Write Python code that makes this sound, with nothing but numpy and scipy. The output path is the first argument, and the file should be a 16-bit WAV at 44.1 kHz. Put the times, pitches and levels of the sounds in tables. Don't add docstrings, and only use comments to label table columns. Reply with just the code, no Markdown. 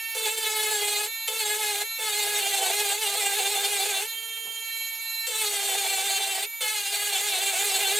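import sys
import numpy as np
from scipy import signal
from scipy.fft import rfft, irfft, next_fast_len
from scipy.io import wavfile
from scipy.ndimage import uniform_filter1d, map_coordinates

SR = 44100
rng = np.random.default_rng(int(sys.argv[2]) if len(sys.argv) > 2 else 0)


def master_out(mix):
    frames = np.transpose(np.atleast_2d(mix))
    ceiling = np.clip(frames, -1, 1)
    pcm = np.round(ceiling * 32767).astype(np.int16)
    wavfile.write(sys.argv[1], SR, pcm)


def convert_level_to_amplitude(level_db):
    exponent = np.asarray(level_db, float) / 20
    return 10 ** exponent


N = 352359

# time in seconds, shaft speed in turns per second.
STROKE_SPEEDS = [
    [(0.15, 444.5), (0.41, 444.1), (0.47, 431.7), (0.71, 428.3), (0.81, 410.1), (0.97, 415.7),
     (1.07, 424.3)],
    [(1.28, 439.1), (1.48, 417.0), (1.6, 432.6), (1.64, 422.4), (1.83, 410.5)],
    [(1.99, 443.1), (2.08, 425.0), (2.69, 376.7), (2.73, 409.6), (3.02, 441.1), (3.06, 401.4), (3.1, 401.3),
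     (3.99, 391.0), (4.06, 451.7)],
    [(5.27, 453.3), (5.45, 417.2), (5.74, 384.3), (5.78, 403.3), (6.01, 383.9), (6.27, 396.4),
     (6.38, 382.4), (6.45, 401.6)],
    [(6.61, 437.3), (6.87, 397.7), (7.09, 414.5), (7.16, 384.2), (7.26, 420.7), (7.36, 372.3),
     (7.44, 397.0), (7.89, 383.4), (7.99, 425.5)],
]
# time in seconds, level in dB, left minus right in dB.
WHINE = [(0, -32.5, -3.5), (1.2, -32, -3), (1.9, -32, -1.5), (4.1, -31.5, -3.5), (4.3, -33.5, -4),
         (4.6, -33.5, -4), (4.82, -31.5, -3.5), (5, -33.5, -4), (5.25, -31.5, -3.5), (6.5, -35, -3),
         (8, -25.5, -5)]
# centre in Hz, width in Hz, level in dB.
VISE_MODES = [(189, 11, -3), (419.6, 19.5, 9.5), (503, 10.3, 6)]
# centre in Hz, width in Hz, level in dB.
JAW_MODES = [(668.4, 11.3, 8), (778, 68, -1.5), (869, 24, 3.5), (1042, 47, -9)]


def unit(x):
    return x / np.sqrt(np.mean(x ** 2) + 1e-20)


def along(points, hz):
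    f, v = np.transpose(points)
    return np.interp(np.log(hz + 1), np.log(f + 1), v)


def curves(rows):
    s, *cols = np.transpose(rows)
    return [np.interp(np.arange(N) / SR, s, c) for c in cols]


def wobble(rate):
    knots = rng.standard_normal(int(N * rate / SR) + 4)
    return map_coordinates(knots, [np.arange(N) * rate / SR])


def filtered(x, response):
    m = next_fast_len(N + SR // 2)
    return irfft(rfft(x, m) * response(np.fft.rfftfreq(m, 1 / SR)), m)[..., :N]


def ringing(x, modes):
    def body(f):
        total = 0
        for k, (centre, width, db) in enumerate(modes):
            damping = 1j * f * width
            total = total + (-1) ** k * convert_level_to_amplitude(db) * damping / (centre * centre - f * f + damping)
        return total
    return filtered(x, body)


def hiss(spectrum, channels=1):
    noise = rng.standard_normal((channels, N))
    return unit(filtered(noise, lambda hz: convert_level_to_amplitude(along(spectrum, hz))))


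def shop():
    # frequency in Hz, density in dB per Hz.
    air_spectrum = [(25, -26), (60, -23), (110, -4.5), (150, -21), (200, -0.5), (300, -6.5), (500, -5.5),
                    (1000, -5.5), (2000, -28), (4000, -43)]
    # time in seconds, level in dB.
    vehicle = [
        (4.5, -97),
        (4.6, -73),
        (4.8, -80),
        (4.9, -88),
        (7.4, -95),
        (7.6, -80),
        (7.95, -67),
    ]
    drone_hz = 108 + 3 * wobble(5.9)
    drone_level = convert_level_to_amplitude(curves(vehicle)[0] + 1.5 * wobble(7.8))
    drone = np.sin(2 * np.pi * np.cumsum(drone_hz) / SR) * drone_level
    drift_db = 1.5 * wobble(5)
    return convert_level_to_amplitude([[-69], [-67]] + drift_db) * hiss(air_spectrum, channels=2) + drone


def walls(x):
    # frequency in Hz, time to fall 60 dB in seconds.
    decay = [(300, .15), (3000, .1), (12000, .06)]
    hz, t, z = signal.stft(rng.standard_normal((2, SR // 2)), SR, nperseg=256)
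    dying = z * convert_level_to_amplitude(-60 * t / along(decay, hz)[:, None])
    tail = signal.istft(dying, SR, nperseg=256)[1]
    late = np.pad(x, (200, 0))[None]
    return signal.fftconvolve(late, tail / np.linalg.norm(tail[0]), axes=1)[:, :N]


def knocks():
    # start in seconds, level in dB, time to fall 60 dB in seconds.
    blows = [
        (4.449, -46, 0.12),
        (4.469, -44, 0.14),
        (5.435, -50, 0.06),
    ]
    t, puff = np.arange(N) / SR, rng.standard_normal(N)
    shape = sum(convert_level_to_amplitude(db - 60 * np.clip(t - s, 0, 1) / t60) * (t > s) for s, db, t60 in blows)

    def bench(hz):
        low_cut = (hz / 260) ** 4 / (1 + (hz / 260) ** 4)
        return low_cut / (1 + (hz / 800) ** 2)
    dull = unit(filtered(puff, bench))
    return convert_level_to_amplitude(-7) * shape * dull + convert_level_to_amplitude(11.5) * ringing(shape * puff, VISE_MODES + JAW_MODES)


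def motor(turns, touch, load):
    # time in seconds, level in dB.
    grazes = [
        (0.1114, -26),
        (4.0994, -18),
        (4.1374, -15),
        (4.2294, -20),
        (4.29, -21),
        (4.3724, -16.5),
        (4.6994, -21),
        (4.8394, -21),
    ]
    # time in seconds, then collet, vents, chuck and housing in dB.
    poses = [(.1, 6, 4, -1, 2), (1, 0, -2, 4, 0), (4.05, 0, -2, 4, 0), (4.16, -1, 12, -4, -4),
             (4.58, -1, 13, -4, -4), (4.7, 1, 5, 4, 2), (4.87, 1, 4, 4, 2), (4.96, -1, 1, 0, 2),
             (5.06, 3, -2, 7, 0), (5.3, 3, -2, 7, 0), (6.4, -7, -4, -7, 4)]
    openings = [
        (4, 6, 10, 12),
        (1, 7, 19),
        (9, 17, 26, 28),
        (5, 25, 30),
    ]
    order_levels = [-35, -20, -22, -11, -4, -6, -12, -14, -6, -19, -24, -23, -25, -18, -9, -18, -18, -21,
                    -23, -20, -19, -18, -17, -19, -4, -12, -14, -16, -16, -11, -16, -21, -23, -18]
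    # frequency in Hz, density in dB per Hz.
    fan_spectrum = [(120, -50), (900, -5), (2500, -4), (4300, 3), (5500, -20), (6600, -3), (9000, -4),
                    (11500, 3), (15800, -5)]
    t = np.arange(N) / SR
    facing = {k: db for orders, db in zip(openings, curves(poses)) for k in orders}
    hiccup = sum(convert_level_to_amplitude(db + 22) * np.exp(-0.5 * ((t - s) / 0.009) ** 2) for s, db in grazes)
    tones = 0
    for k, order_db in enumerate(order_levels, 1):
        tremor = (0.01 + 0.12 * touch + 0.08 * hiccup) * wobble(90)
        level_db = order_db + (facing[k] if k in facing else 1.8 * wobble(1.48))
        unsteady_db = np.clip(1.5 - 0.15 * level_db, 2.2, 3) + 1.5 * touch
        level_db = level_db + unsteady_db * wobble(48)
        tones = tones + convert_level_to_amplitude(level_db) * np.sin(2 * np.pi * (k * turns + tremor + rng.random()))
    air = hiss(fan_spectrum)[0] * (1 + 0.8 * np.cos(2 * np.pi * turns))
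    air_db = -18.5 + 4 * touch + 2.6 * wobble(35) + 3 * hiccup
    tones_db = -2.5 - 9.7 * touch - 14.4 * load
    return convert_level_to_amplitude(curves(WHINE)[0]) * (convert_level_to_amplitude(tones_db) * tones + convert_level_to_amplitude(air_db) * air)


def shaft():
    # time in seconds, turns per second.
    idle_speed = [(0, 451), (1.1, 452), (5.3, 452), (6.5, 455.5)]
    # time in seconds, speed lost in turns per second (below 0 it eases off),
    # length in seconds.
    pushes = [(0.274, 22.2, 0.07), (1.342, -13.2, 0.05), (1.382, -21.9, 0.1), (1.741, 10.8, 0.07),
              (2.125, 11.8, 0.1), (2.315, -11.0, 0.07), (2.355, -8.0, 0.14), (2.385, -16.4, 0.05),
              (2.415, 10.0, 0.05), (2.494, -15.6, 0.1), (2.564, -9.9, 0.1), (2.854, 14.1, 0.1),
              (2.913, 29.5, 0.14), (2.963, 18.6, 0.05), (3.183, -31.4, 0.07), (3.372, -26.0, 0.07),
              (3.412, 14.7, 0.05), (3.522, -20.9, 0.1), (3.572, 14.4, 0.05), (3.612, -10.2, 0.05),
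              (3.712, -19.1, 0.14), (3.881, -25.2, 0.1), (5.403, -10.4, 0.14), (5.662, -14.4, 0.07),
              (5.852, 15.9, 0.07), (6.061, -13.0, 0.1), (6.725, -12.4, 0.1), (7.553, 26.2, 0.1),
              (7.653, -20.0, 0.07), (7.822, -22.1, 0.07)]
    spin_s = 0.02
    t = np.arange(N) / SR
    rocking = 0
    for s, lost, length in pushes:
        rocking = rocking + lost * np.cos(np.pi * np.clip((t - s) / length, -0.5, 0.5)) ** 2
    pressed = sum((t > k[0][0]) * (t < k[-1][0]) * 1.0 for k in STROKE_SPEEDS[:-1])
    pressed = pressed + (t > STROKE_SPEEDS[-1][0][0])
    pressed = uniform_filter1d(pressed, int(spin_s * SR))
    idle, leaned = curves(idle_speed)[0], curves(np.concatenate(STROKE_SPEEDS))[0]
    return idle + pressed * (leaned - rocking - idle), rocking


def contact(load, rocking):
    # time in seconds, level in dB.
    cuts = [
        [(0.15, -31), (0.248, -33), (0.264, -27.5), (0.36, -36), (0.372, -32), (0.692, -29), (0.976, -29),
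         (1.054, -32), (1.07, -34)],
        [(1.28, -26.5), (1.3, -32.5), (1.376, -34), (1.396, -31), (1.51, -30), (1.602, -31), (1.614, -28.5),
         (1.816, -29), (1.83, -32.5)],
        [(1.99, -34.5), (2.08, -29), (2.93, -27.5), (2.99, -33.5), (3.07, -26), (3.18, -31), (3.22, -28.5),
         (4.0, -29), (4.06, -36)],
        [(5.27, -28), (5.302, -34), (5.43, -29), (6.156, -28.5), (6.216, -33), (6.236, -27), (6.256, -31),
         (6.442, -30.5), (6.45, -33.5)],
        [(6.61, -30), (6.636, -30), (6.874, -31.5), (6.894, -33.5), (6.952, -27), (7.052, -31.5), (7.058, -29),
         (7.912, -27.5), (7.99, -28.5)],
    ]
    # vise in dB on landing, vise in dB on lifting, jaws in dB.
    seating = [
        (-1, -8.5, -6.5),
        (-5, -9.5, -6),
        (-9.5, -6, -7.5),
        (-6.5, -12.5, -9.5),
        (-17.5, -5.5, -11.5),
    ]
    land_s, lift_s = 0.007, 0.018
    vise_lag_s = 0.15
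    t, touch, jolt, seats = np.arange(N) / SR, np.zeros(N), np.zeros(N), []
    for stroke, (land_db, lift_db, jaw_db) in zip(STROKE_SPEEDS, seating):
        start, end = stroke[0][0], stroke[-1][0]
        since = t - start
        touch += np.clip(since / land_s + 1, 0, 1) * np.clip((end - t) / lift_s + 1, 0, 1)
        jolt += (since > -0.004) * np.exp(-np.abs(since) / 0.037)
        seats += [(start, land_db, jaw_db), (end, lift_db, jaw_db)]
    hop_hz = 30 * (1 + 0.262 * wobble(6))
    hops = np.cos(2 * np.pi * np.cumsum(hop_hz) / SR)
    vise_db, jaw_db = curves(seats)
    cut_db = curves(np.concatenate(cuts))[0]
    vise_db = vise_db + uniform_filter1d(cut_db, int(vise_lag_s * SR)) - cut_db
    push_db = -0.0238 * rocking
    cut = touch * convert_level_to_amplitude(cut_db - 0.97 + push_db + 0.6 * hops + 1.02 * wobble(60))
    thump = cut * convert_level_to_amplitude(vise_db + 6 * (load - 0.5) + 0.73 * wobble(12))
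    clang = cut * convert_level_to_amplitude(jaw_db + 10.5 * (load - 0.5) + 2 * hops)
    fizz = cut * convert_level_to_amplitude(-5.5 - 4 * load)
    return (cut, thump, clang, fizz), touch, jolt


def vise_and_jaws(turns, load, snatch, thump, clang, jolt):
    angle = 2 * np.pi * turns
    rattle = (1 + 1.6 * load + 1.3 * snatch) * rng.standard_normal((2, N))
    shake = np.cos(angle) + 1.5 * rattle[0]
    vise = ringing(thump * shake, VISE_MODES) / np.std(ringing(shake, VISE_MODES))
    landing = unit(ringing(jolt * rng.standard_normal(N), VISE_MODES[-1:]))
    twice_a_turn = np.cos(2 * angle + 0.7 * wobble(40)) * convert_level_to_amplitude(1.8 * wobble(50))
    jaw = unit(ringing(twice_a_turn + 1.2 * (0.05 + load) * rattle[1], JAW_MODES))
    return convert_level_to_amplitude(6.0) * vise + convert_level_to_amplitude(-50.5) * landing + clang * convert_level_to_amplitude(1.0) * jaw


def grit(turns, memory, fresh, size=80):
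    kept = np.exp(-1 / max(memory, 0.1))
    surface = signal.lfilter([1], [1, -kept], rng.standard_normal((4000, size)), axis=0)
    worn = unit(map_coordinates(surface.ravel(), [turns * size]))
    fresh = np.clip(fresh, 0, 1)
    return np.sqrt(1 - fresh) * worn + np.sqrt(fresh) * rng.standard_normal(N)


def grinding(turns, load, slip, snatch, cut, fizz):
    # centre in Hz, width in Hz, level in dB.
    part_modes = [(1301, 73, -11), (1480, 68, -9), (1685, 87, -6), (2099, 139, 0.5), (2248, 420, -3),
                  (2800, 243, -3), (3076, 100, -2.5), (3493, 263, -1.5), (4183, 350, -2.5),
                  (4465, 375, -4.5), (6617, 850, -6.5), (6990, 470, -4), (7665, 230, -3.5), (8414, 204, -3),
                  (9660, 680, -8)]
    # frequency in Hz, density in dB per Hz.
    fizz_spectrum = [(5590, -5), (9500, 2), (10400, -1), (12100, 5), (14100, -0.5), (15100, 3),
                     (15800, -41)]
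    bite = unit(np.exp(0.3 * np.cos(2 * np.pi * turns)))
    chips = 0.02 + 0.28 * load ** 1.3 + 0.14 * snatch + 0.3 * slip
    part = unit(ringing(bite * grit(turns, memory=12, fresh=chips), part_modes))
    scrape = bite * grit(turns, memory=8, fresh=0.3 + chips)
    sparks = unit(filtered(scrape, lambda hz: convert_level_to_amplitude(along(fizz_spectrum, hz))))
    return cut * convert_level_to_amplitude(2.18) * part + fizz * convert_level_to_amplitude(3.0) * sparks


def scene():
    speed, rocking = shaft()
    load = np.clip((453 - speed) / 80, 0, 1)
    (cut, thump, clang, fizz), touch, jolt = contact(load, rocking)
    slip = np.clip(uniform_filter1d(np.abs(np.gradient(speed)) * SR / 900, 600), 0, 1)
    judder = 1 + touch * (0.002 + 0.007 * load) * wobble(60) + 0.0003 * wobble(20)
    turns = np.cumsum(speed * judder) / SR
    snatch = np.clip(wobble(40) - 0.3, 0, 2)
    part = grinding(turns, load, slip, snatch, cut, fizz)
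    vise = vise_and_jaws(turns, load, snatch, thump, clang, jolt)
    whine = motor(turns, uniform_filter1d(touch, 400), load)

    def small(hz):
        return (1j * hz / 290 / (1 + 1j * hz / 290)) ** 6
    part, vise = filtered(np.array([part, vise]), small)
    vise = vise + knocks()

    pan_db = curves(WHINE)[1]
    direct = part * convert_level_to_amplitude([[-0.3], [0.3]]) + vise * convert_level_to_amplitude([[-1.9], [1.6]])
    direct = direct + whine * convert_level_to_amplitude(np.array([pan_db, -pan_db]) / 2)
    echo = filtered(part + 0.5 * vise + 0.45 * whine, lambda hz: 1 / (1 + 1j * hz / 9000))
    return direct + convert_level_to_amplitude(-10.5) * walls(echo) + shop()


def band_limit(x):
    return signal.sosfilt(signal.butter(12, 16880, fs=SR, output="sos"), x)


def record(dry):
    mix = filtered(dry, lambda hz: hz < 15850)
    return band_limit(mix)


dry = scene()
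out = record(dry)
master_out(out)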